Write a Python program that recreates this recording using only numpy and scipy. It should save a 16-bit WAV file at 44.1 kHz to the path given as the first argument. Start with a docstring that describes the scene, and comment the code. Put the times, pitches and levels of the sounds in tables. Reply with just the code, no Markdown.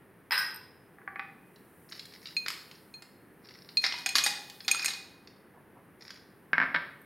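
"""A metal utensil first clatters across the room, over low room noise and a thin hiss.
Close by, a tumbler is nudged on a counter, ice slips and grinds, cubes clink on its rim and drop in,
and a bowl knocks on the counter and rocks to rest; hands brush the glassware and a bangle ticks.
Each impact is a filtered click with a dying swarm of contacts, and solids ring as sums of decaying sines.
All but the background excites a hard-walled kitchen, modelled as a direct sound, a bounce and a tail."""
import sys
import numpy as np
from scipy import signal
from scipy.fft import rfft, irfft
from scipy.io import wavfile

SR = 44100
rng = np.random.default_rng(int(sys.argv[2]) if len(sys.argv) > 2 else 0)


def to_wav(sig):
    """Store sig (one row per channel, or 1-D mono) as 16-bit WAV at the path in sys.argv[1].

    Samples outside -1..1 are clipped; the rate is SR.
    """
    pcm = np.clip(np.atleast_2d(sig), -1, 1) * 32767
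    pcm = np.round(pcm).astype(np.int16)
    wavfile.write(sys.argv[1], SR, pcm.T)  # frames by channels


N = 310905

# Levels in the tables are relative; the sources add their own gains.
# spectrum of an ice crack: (frequency [Hz], level [dB])
ICE_COLOUR = [(60, -35), (200, -22), (550, -15), (800, -14), (1060, -7), (1790, 2), (3160, 0), (4490, 7.5),
              (5250, 3.5), (6020, -6.5), (6800, -5), (10000, -14), (12500, -13), (16000, -29)]
# cubes falling into the tumbler: (time [s], level [dB], treble [dB], hollow note [Hz], hollow note level [dB])
DROPS = [(3.8401, -7.5, -13.5, 786, -39), (3.9396, -26.5, -27, 972, -36.5), (4.0613, -14, -2, 772, -34),
         (4.1538, -4, -2, 790, -62), (4.1827, -9, 1, 780, -42), (4.2631, -8.5, 3, 820, -29),
         (4.68, -9.5, -5, 787, -36.5), (4.8455, -15, 8, 807, -49), (4.8811, -17, 0, 786, -45)]
# a fallen cube rattles between the walls, each hit weaker than the last
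DROP_GAP_S, DROP_FADE_DB, DROP_BODY_DB = .0062, 5.5, 4
# cubes slipping against a neighbour: (time [s], level [dB], body [dB], treble [dB])
SLIPS = [(1.5597, -43, -8, -8.5), (1.922, -24.5, -5, -16.5), (1.9943, -24, -11, -7.5), (2.0545, -34, 2, 7),
         (2.137, -35, -27, -10), (2.256, -26, -24, -20), (2.2707, -26.5, -21, -10),
         (2.4618, -22.5, 17.5, -11), (2.4823, -14.5, 4.5, 4), (2.5029, -21.5, 6, 3), (2.7128, -33.5, 4, -6),
         (3.022, -34.5, 10, 7.5), (3.4877, -36, -6.5, -11.5), (3.6892, -30.5, -1.5, -22),
         (3.9232, -17, 5.5, -17.5), (3.9856, -27.5, 7.5, -1), (4.4986, -28, -11, -3),
         (4.6048, -27.5, 0, -16.5), (4.7461, -18.5, 14, -3), (4.9052, -20, 4, -14), (4.9359, -23, 6, -5),
         (5.2732, -34.5, -3, -14), (6.1049, -27, 1, -8)]
# weight of a cube on the counter through the tumbler's foot: (frequency [Hz], level re drop [dB], T60 [s])
FOOT_MODES = [(38, -59.5, .22), (259, -42.5, .11), (310, -46.5, 0.11)]
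# tumbler wall singing on faintly after the cube has left: (frequency [Hz], level [dB], T60 [s])
AFTERRING_MODES = [(2482, -19, .6), (4188, -30.5, .3), (6690, -25.5, 0.29), (8550, -30.5, 0.41)]
# blows on the tumbler's rim:
# (time [s], lowest mode [dB], second mode [dB], upper modes [dB], factor on ring time [1])
CLINKS = [(2.3667, -26, -21, -43.5, 0.88), (2.9397, -50, -39.5, -58, 1.0), (3.771, -27.5, -13.5, -39, 0.58),
          (4.061, -21.5, -38, -25.5, 0.5), (4.0906, -23.5, -25, -27.5, 0.41), (4.2384, -25, -34, -18, 0.78),
          (4.6473, -44.5, -49.5, -49.5, 0.86), (4.7134, -15, -22.5, -14.5, 0.5),
          (4.826, -29.5, -52, -37, 0.53), (4.859, -19, -22, -16, 0.31)]
# tumbler wall held in the fingers: (frequency [Hz], level [dB], T60 before the blow's factor [s])
TUMBLER_MODES = [(2479, 0, 0.086), (4208, -6, 0.15), (6620, 1, 0.052), (7120, -11, 0.077), (8623, -6, 0.1),
                 (10970, -11.5, 0.05), (12100, -18, 0.07), (12900, -13, 0.05), (14390, -23.5, 0.04)]
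# wet cubes grinding: (start [s], end [s], level [dB], splintering treble re that level [dB])
STIRS = [(1.866, 2.027, -48.5, -15.5), (2.114, 2.173, -54.5, -28), (2.203, 2.346, -54.5, -15),
         (2.48, 2.595, -57, -6), (2.685, 2.82, -60.5, -20), (3.392, 3.745, -60.5, -47),
         (3.811, 3.883, -34.5, -16), (3.884, 4.05, -53.5, -8.5), (4.144, 4.214, -32, -7),
         (4.239, 4.285, -36, -4), (4.678, 4.7, -37.5, -13), (4.75, 4.961, -40.5, -18),
         (5.983, 6.196, -53.5, -16)]
# spectrum of the rubbing: (frequency [Hz], level [dB])
STIR_COLOUR = [(100, -50), (900, -13.5), (2200, -1), (3000, -13.5), (4300, 1), (5400, 2.5), (6200, -21),
               (9000, -35), (16000, -34.5)]
# spectrum of the splintering: (frequency [Hz], level [dB])
SPLINTER_COLOUR = [(100, -52.5), (4000, -30), (6800, 10), (7800, -9.5), (9000, -1.5), (12700, 1.5),
                   (14000, -25)]
# bowl knocking on the counter: (time [s], level [dB], treble [dB], bass [dB], ringing [dB])
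KNOCKS = [(6.5318, -6.5, 1, -21, -41.5), (6.744, -16, 2, -52, -66), (6.7473, -11, 11, -26, -45),
          (6.7573, -20, 11.5, -27, -48), (6.7615, -16, 15.5, -49, -45.5)]
# spectrum of glass on the counter: (frequency [Hz], level [dB])
KNOCK_COLOUR = [(30, -41), (70, -22), (150, -18.5), (260, 19), (420, -7), (900, -6), (1300, 0.5),
                (1650, 6.5), (2250, 2), (2800, -12.5), (4000, -22), (5500, -32), (6300, -64), (16000, -79)]
# bowl and counter vibrating together: (frequency [Hz], level [dB], T60 [s])
COUNTER_MODES = [(165, -1, 0.11), (284, -6, 0.099), (640, -14, .1), (980, 5, 0.16), (1156, 0.5, 0.14),
                 (1576, 14.5, 0.1), (1777, 7, 0.13), (2191, 13, 0.13)]
# the bowl then rocks on its foot, ever faster and more softly, down to a buzz
ROCK_S, ROCK_DB, ROCK_FADE_DB = 6.5808, -7.5, 2.33
ROCK_GAP_S, ROCK_SHRINK, BUZZ_GAP_S = .0202, .61, .0043
ROCK_TREBLE_DB, ROCK_BASS_DB, ROCK_RING_DB = -1.5, -19, -37.5
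# tumbler tipped against the counter: (time [s], level [dB], treble less 22 dB [dB], wall mode [dB])
NUDGES = [(0.984, -38.5, -62, -19), (1.016, -41, -54, -13), (1.076, -22.5, -30, -29),
          (1.158, -24.5, -26, -1), (1.194, -20.5, -16.5, 1)]
# empty tumbler standing free, wall mode last: (frequency [Hz], level [dB], T60 [s])
EMPTY_MODES = [(784.5, -0.5, 0.13), (1150, 4.5, 0.055), (1490, -3.5, 0.09), (1730, -9.5, 0.092),
               (2487, -10, 0.56)]
# utensil striking across the room: (time [s], level [dB], ringing [dB])
CLATTER = [(0.3085, -11.5, -28), (0.3197, -5, -23.5), (0.3774, -18.5, -21.5)]
# spectrum of its blows: (frequency [Hz], level [dB])
CLATTER_COLOUR = [(150, -38), (700, -4.5), (1050, 3.5), (1650, 11.5), (2200, 6), (2800, 4.5), (3500, -1),
                  (4600, 3.5), (5400, -27.5), (6500, -44), (9000, -41), (16000, -50)]
# ring of the utensil: (frequency [Hz], level [dB], T60 before damping [s])
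METAL_MODES = [(1114, -11.5, 0.082), (1503, -5, 0.24), (1593, 4.5, 0.12), (2004, -2.5, 0.1285),
               (2540, -12.5, 0.47), (5080, 8, 0.13), (5430, -1.5, 0.062), (7130, -27, .15),
               (8400, -17.5, 0.42), (9400, -18, 0.61), (10040, -19, 0.44), (11000, -13.5, 0.23),
               (11750, -7.5, 0.28), (12950, -35, 0.13), (13900, -15.5, .2), (15030, -11, 0.22)]
CLATTER_GAP_S, CLATTER_FADE_DB = .0103, 5  # it rebounds after every blow
# hands brushing the glassware: (start [s], end [s], level [dB])
BRUSHES = [(5.53, 5.6, -60), (5.75, 5.82, -58.5)]
# spectrum of the brushing: (frequency [Hz], level [dB])
BRUSH_COLOUR = [(50, -21), (400, -3), (950, 4), (1400, -11), (3000, -48), (16000, -39)]
# ticks of a bangle: (time [s], level [dB])
TICKS = [(0.544, -57.5), (0.56, -57), (7.016, -71.5)]
# ring of the bangle: (frequency [Hz], level [dB], T60 [s])
BANGLE_MODES = [(8640, 10.5, 0.028), (12000, 18, 0.031), (13200, 15, 0.023), (14200, -9, .025)]
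# reverberation of the kitchen: (frequency [Hz], T60 [s])
KITCHEN_T60 = [(100, 1), (500, 0.9), (1500, 0.56), (4000, 0.62), (7000, 0.48), (15000, 0.41)]
# stereo width of the tail: (frequency [Hz], side re middle before the wet gain [dB])
WIDTH = [(150, -37), (500, -29.5), (1500, -37.5), (5000, -26.5), (9000, -22), (14000, -20)]
# spectrum of the room noise: (frequency [Hz], relative density [dB])
AIR_COLOUR = [(15, -61.5), (25, -28.5), (53, -19), (76, -11), (180, -2), (236, -5.5), (405, -5.5),
              (624, -15), (887, -15), (1400, -17.5), (1740, -15.5), (3820, -35.5), (7710, -46.5),
              (9320, -32), (16000, -35)]
AIR_DB = -58  # rms of its middle channel
# hiss that swells and sinks: (time [s], rms level of the middle channel [dB])
HISS = [(0, -81), (1.3, -75), (1.9, -65), (2.6, -62.5), (3.3, -75.5), (3.8, -64), (4.8, -60.5), (5.4, -84),
        (7.05, -71.5)]
# spectrum of the hiss: (frequency [Hz], level [dB])
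HISS_COLOUR = [(20, -59), (4000, -25.5), (7500, -17), (9000, -6.5), (12000, -5.5), (16000, -8)]
EDGE_HZ = 15950  # upper band limit


def ice(slip_db=13, drop_db=13, wall_db=-14, hollow_t60=0.071):
    """Impact excitation: slips crack once; falling cubes rattle and excite the tumbler's air, wall and foot."""
    out = np.zeros(N)
    for s, db, body_db, treble_db in SLIPS:
        add(out, s + 0.00055, amp(db + slip_db) * cube(body_db, treble_db))
    for s, db, treble_db, hollow_hz, hollow_db in DROPS:
        for at, hit_db in bounces(s, db, DROP_GAP_S, DROP_FADE_DB, count=3):
            add(out, at + .0006, amp(hit_db + drop_db) * cube(DROP_BODY_DB, treble_db))
        hollow_note = ring([(hollow_hz, hollow_db, hollow_t60)])
        foot_and_wall = ring(FOOT_MODES) + ring(AFTERRING_MODES, wall_db)
        add(out, s, hollow_note)
        add(out, s, amp(db) * foot_and_wall)
    return kitchen(out, wet_db=-4.5)


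def cube(body_db, treble_db, t60=0.03, grit=17, tone=0.79):
    """Brittle contact: one crack of ice, with random modes of its own."""
    shelf = [(600, .5 * body_db), (1300, body_db), (2600, 0), (5500, 0.0018), (8500, treble_db)]
    return contact(causal(ICE_COLOUR, shelf), t60, grit, tone)


def clinks(level_db=4, crack_db=9, after_db=-3):
    """Modal excitation: a blow on the rim rings the wall modes, over the short crack of the contact."""
    out = np.zeros(N)
    for s, first_db, second_db, upper_db, damping in CLINKS:
        upper_modes_db = np.full(len(TUMBLER_MODES) - 2, upper_db)
        weights_db = np.r_[first_db, second_db, upper_modes_db]
        held_wall = ring(TUMBLER_MODES, weights_db, damping)
        afterring = ring(AFTERRING_MODES, weights_db[:len(AFTERRING_MODES)] + after_db)
        # a harder blow wakes the upper modes, cracks louder and jolts the whole glass
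        force_db = max(first_db, second_db)
        hardness_db = upper_db - force_db
        shelf = [(300, hardness_db + 15.5), (1500, -2), (4000, 0.97)]
        crack = contact(causal(ICE_COLOUR, shelf), t60=.035, grit=5.2)
        add(out, s, amp(force_db + crack_db + 0.23 * hardness_db) * crack)
        # the tone yields a little to the crack in the hardest blows
        tone_db = level_db - 0.23 * max(hardness_db + 18, 0)
        add(out, s, amp(tone_db) * (held_wall + afterring))
    return kitchen(out, wet_db=-9.5)


def grinding(rub_db=-1):
    """Stick-slip friction: cubes rub in small separate slips, under bright splintering."""
    rub_gain = strokes([(start, end, db + rub_db) for start, end, db, _ in STIRS])
    splinter_gain = strokes([(start, end, db + treble_db) for start, end, db, treble_db in STIRS])
    rub = crackle(STIR_COLOUR, per_s=170, spread_db=5.5) * rub_gain
    splinters = crackle(SPLINTER_COLOUR, per_s=220, spread_db=2) * splinter_gain
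    return kitchen(rub + splinters, wet_db=-7.0)


def crackle(colour, per_s, spread_db, count=8):
    """A random point process of uneven slips, shared among several cubes that each have their own ring."""
    sizes = amp(spread_db * np.minimum(rng.exponential(1, N), 3))
    slips = sizes * (rng.random(N) < per_s / SR)
    click = causal(colour, [(100, 0.0023), (16000, 0.0041)])
    owner = rng.integers(0, count, N)
    total = np.zeros(N)
    for k in range(count):
        crack = contact(click, t60=0.025, grit=6, tone=0.58)
        total += signal.oaconvolve(slips * (owner == k), crack)[:N]
    return unit(total)


def knocks(level_db=19):
    """Impact of thick glass on the counter: a knock with a low thud and a faint modal ring."""
    out = np.zeros(N)
    rocking = bounces(ROCK_S, ROCK_DB, ROCK_GAP_S, ROCK_FADE_DB, count=11,
                      shrink=ROCK_SHRINK, least_s=BUZZ_GAP_S)
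    rocks = [(s, db, ROCK_TREBLE_DB, ROCK_BASS_DB, db + ROCK_RING_DB) for s, db in rocking]
    for s, db, treble_db, bass_db, ringing_db in list(KNOCKS) + rocks:
        shelf = [(45, bass_db - 17), (130, bass_db + 13), (280, bass_db + 2), (550, -1.5),
                 (1700, 2), (2300, 0.5), (3800, treble_db), (8000, 11.5)]
        knock = contact(causal(KNOCK_COLOUR, shelf), t60=.035, grit=.55)
        body = ring(COUNTER_MODES, detune=.005)
        add(out, s + 0.00064, amp(db + level_db) * knock)
        add(out, s, amp(ringing_db) * body)
    return kitchen(out, wet_db=-7.0)


def nudges(level_db=20, ring_db=-20):
    """Impact and resonance: the tumbler's thick foot taps the counter and its free modes ring."""
    out = np.zeros(N)
    for s, db, treble_db, wall_db in NUDGES:
        shelf = [(300, -20.5), (800, -4), (2000, 1.0), (3800, treble_db + 22)]
        tap = contact(causal(KNOCK_COLOUR, shelf), t60=0.033, grit=1.15)
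        weights_db = np.r_[np.zeros(len(EMPTY_MODES) - 1), wall_db]
        add(out, s + 0.000886, amp(db + level_db) * tap)
        add(out, s, amp(db + ring_db) * ring(EMPTY_MODES, weights_db))
    return kitchen(out, wet_db=-6)


def utensil(blow_db=8, ring_db=-9):
    """Repeated impact at a distance: metal rattles on a vessel, with a strong reverberant share."""
    out = np.zeros(N)
    click = causal(CLATTER_COLOUR, [(2500, 0.0), (9000, -8.5)])
    for s, db, ringing_db in CLATTER:
        for at, fall_db in bounces(s, 0, CLATTER_GAP_S, CLATTER_FADE_DB, count=4):
            blow = contact(click, t60=0.11, grit=6.3, tone=0.91)
            chime = ring(METAL_MODES, damping=.4, detune=.017)
            add(out, at, amp(db + fall_db + blow_db) * blow)
            add(out, at, amp(ringing_db + fall_db + ring_db) * chime)
    return kitchen(out, wet_db=0.0)


def hands():
    """Friction noise and modal ticks: skin brushes the glassware, and a bangle ticks on the wrist."""
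    out = noise(BRUSH_COLOUR) * strokes(BRUSHES)
    for s, db in TICKS:
        add(out, s, amp(db) * ring(BANGLE_MODES))
    return kitchen(out, wet_db=-9.5)


def contact(click, t60, grit, tone=0, count=22, size=4096):
    """Rough contact: a click, then a dying swarm of tiny contacts and random modes of an irregular lump."""
    t = np.arange(size) / SR
    modes = np.sin(2 * np.pi * rng.uniform(700, 13000, (count, 1)) * t).sum(0)
    swarm = (rng.standard_normal(size) + tone * unit(modes)) * amp(-60 * t / t60)
    swarm *= grit / np.linalg.norm(swarm)
    swarm[0] += 1
    blow = signal.fftconvolve(swarm, click)
    # keep the energy of the bare click
    return blow * np.linalg.norm(click) / np.linalg.norm(blow)


def causal(colour, shelf, size=2048):
    """Minimum phase: the sharpest click that has this spectrum, tilted by a shelf."""
    hz = abs(np.fft.fftfreq(size, 1 / SR))
    log_gain = np.log(amp(read(colour, hz) + read(shelf, hz)))
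    # the Hilbert transform of the log gain supplies the phase
    spectrum = np.exp(np.conj(signal.hilbert(log_gain)))
    return np.fft.ifft(spectrum).real[:size // 2]


def ring(modes, weights_db=0, damping=1, detune=0.003, attack_s=0.00026, size=26000):
    """Modal superposition: softly starting, dying sines, each with a random sign and a slight pitch shift."""
    hz, db, t60 = np.transpose(modes)
    t = np.arange(size)[:, None] / SR
    # the contact pulls each pitch a little; where the blow lands sets each sign
    hz = hz * (1 + detune * rng.uniform(-0.89, 1, len(hz)))
    sign = rng.choice([-1, 1], len(hz))
    attack = 1 - np.exp(-t / attack_s)
    decay = amp(db + weights_db - 60 * t / (t60 * damping))
    return (sign * attack * decay * np.sin(2 * np.pi * hz * t)).sum(1)


def bounces(s, db, gap_s, fade_db, count, shrink=1, least_s=0):
    """Energy loss at each rebound: (s, dB) rows grow weaker, and gaps may shrink towards a least one."""
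    k = np.arange(count)
    gaps = least_s + (gap_s - least_s) * shrink ** k
    times = s + np.cumsum(gaps) - gaps
    return zip(times, db - fade_db * k)


def strokes(rows):
    """Amplitude modulation: a gain that rises and falls smoothly over each (start, end, dB) row."""
    gain = np.zeros(N)
    for start, end, db in rows:
        length = max(round((end - start) * SR), 2)
        add(gain, start, amp(db) * signal.windows.tukey(length, .5))
    return gain


def noise(colour):
    """Spectral shaping: steady Gaussian noise with a given spectrum and an rms of one."""
    gain = amp(read(colour, np.fft.rfftfreq(N, 1 / SR)))
    return unit(irfft(rfft(rng.standard_normal(N)) * gain, N))


def amp(db):
    """The decibel law: level to amplitude gain."""
    return 10 ** (np.asarray(db) / 20)


def unit(x):
    """Power normalisation to an rms of one."""
    return x / np.sqrt(np.mean(x ** 2) + 1e-20)


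def read(points, hz):
    """Interpolation of (Hz, value) points on a logarithmic frequency axis."""
    f, value = np.transpose(points)
    return np.interp(np.log(hz + 1), np.log(f + 1), value)


def add(mix, s, sound):
    """Superposition: adds a sound to the mix in place at time s."""
    part = mix[max(round(s * SR), 0):][:len(sound)]
    part += sound[:len(part)]


def kitchen(x, wet_db, gap_s=.002, build_s=0.0061, size=40000):
    """Room response by convolution: direct sound, a counter-top bounce, and a tail widest in the treble."""
    t = np.arange(size) / SR
    # random reflections, 5000 a second, building up after a gap
    signs = rng.choice([-1, 1], (2, size))
    hits = rng.random((2, size)) < 5000 / SR
    taps = signs * hits * np.clip((t - gap_s) / build_s, 0, 1)
    # each frequency band decays at its own rate
    hz, at, bands = signal.stft(taps, SR, nperseg=256)
    bands = bands * amp(-60 * at / read(KITCHEN_T60, hz)[:, None])
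    bands[1] *= amp(read(WIDTH, hz))[:, None]
    tails = signal.istft(bands, SR, nperseg=256)[1]
    tails /= np.linalg.norm(tails[0])
    tails[0] *= amp(wet_db)
    tails[0, 0] += 1  # direct sound
    tails[0, round(.0045 * SR)] += .15  # counter-top bounce
    mid, side = signal.fftconvolve(x[None], tails, axes=1)[:, :N]
    return np.array([mid + side, mid - side])


def background(air_width=0.19, hiss_width=.4):
    """Partly correlated noise: low room noise, almost mono, under a thin hiss that is a little wider."""
    hiss_gain = amp(np.interp(np.arange(N) / SR, *np.transpose(HISS)))
    mid = amp(AIR_DB) * noise(AIR_COLOUR) + hiss_gain * noise(HISS_COLOUR)
    side_air = air_width * amp(AIR_DB) * noise(AIR_COLOUR)
    side_hiss = hiss_width * hiss_gain * noise(HISS_COLOUR)
    side = side_air + side_hiss
    return np.array([mid + side, mid - side])


def scene():
    """Linear superposition of all the sources."""
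    return ice() + clinks() + grinding() + knocks() + nudges() + utensil() + hands() + background()


def record(dry):
    """Band limitation: a linear-phase low-pass removes what lies above the edge."""
    low_pass = signal.firwin(511, EDGE_HZ, window=("kaiser", 9), fs=SR)
    return signal.oaconvolve(dry, low_pass[None], "same")


dry = scene()
out = record(dry)
to_wav(out)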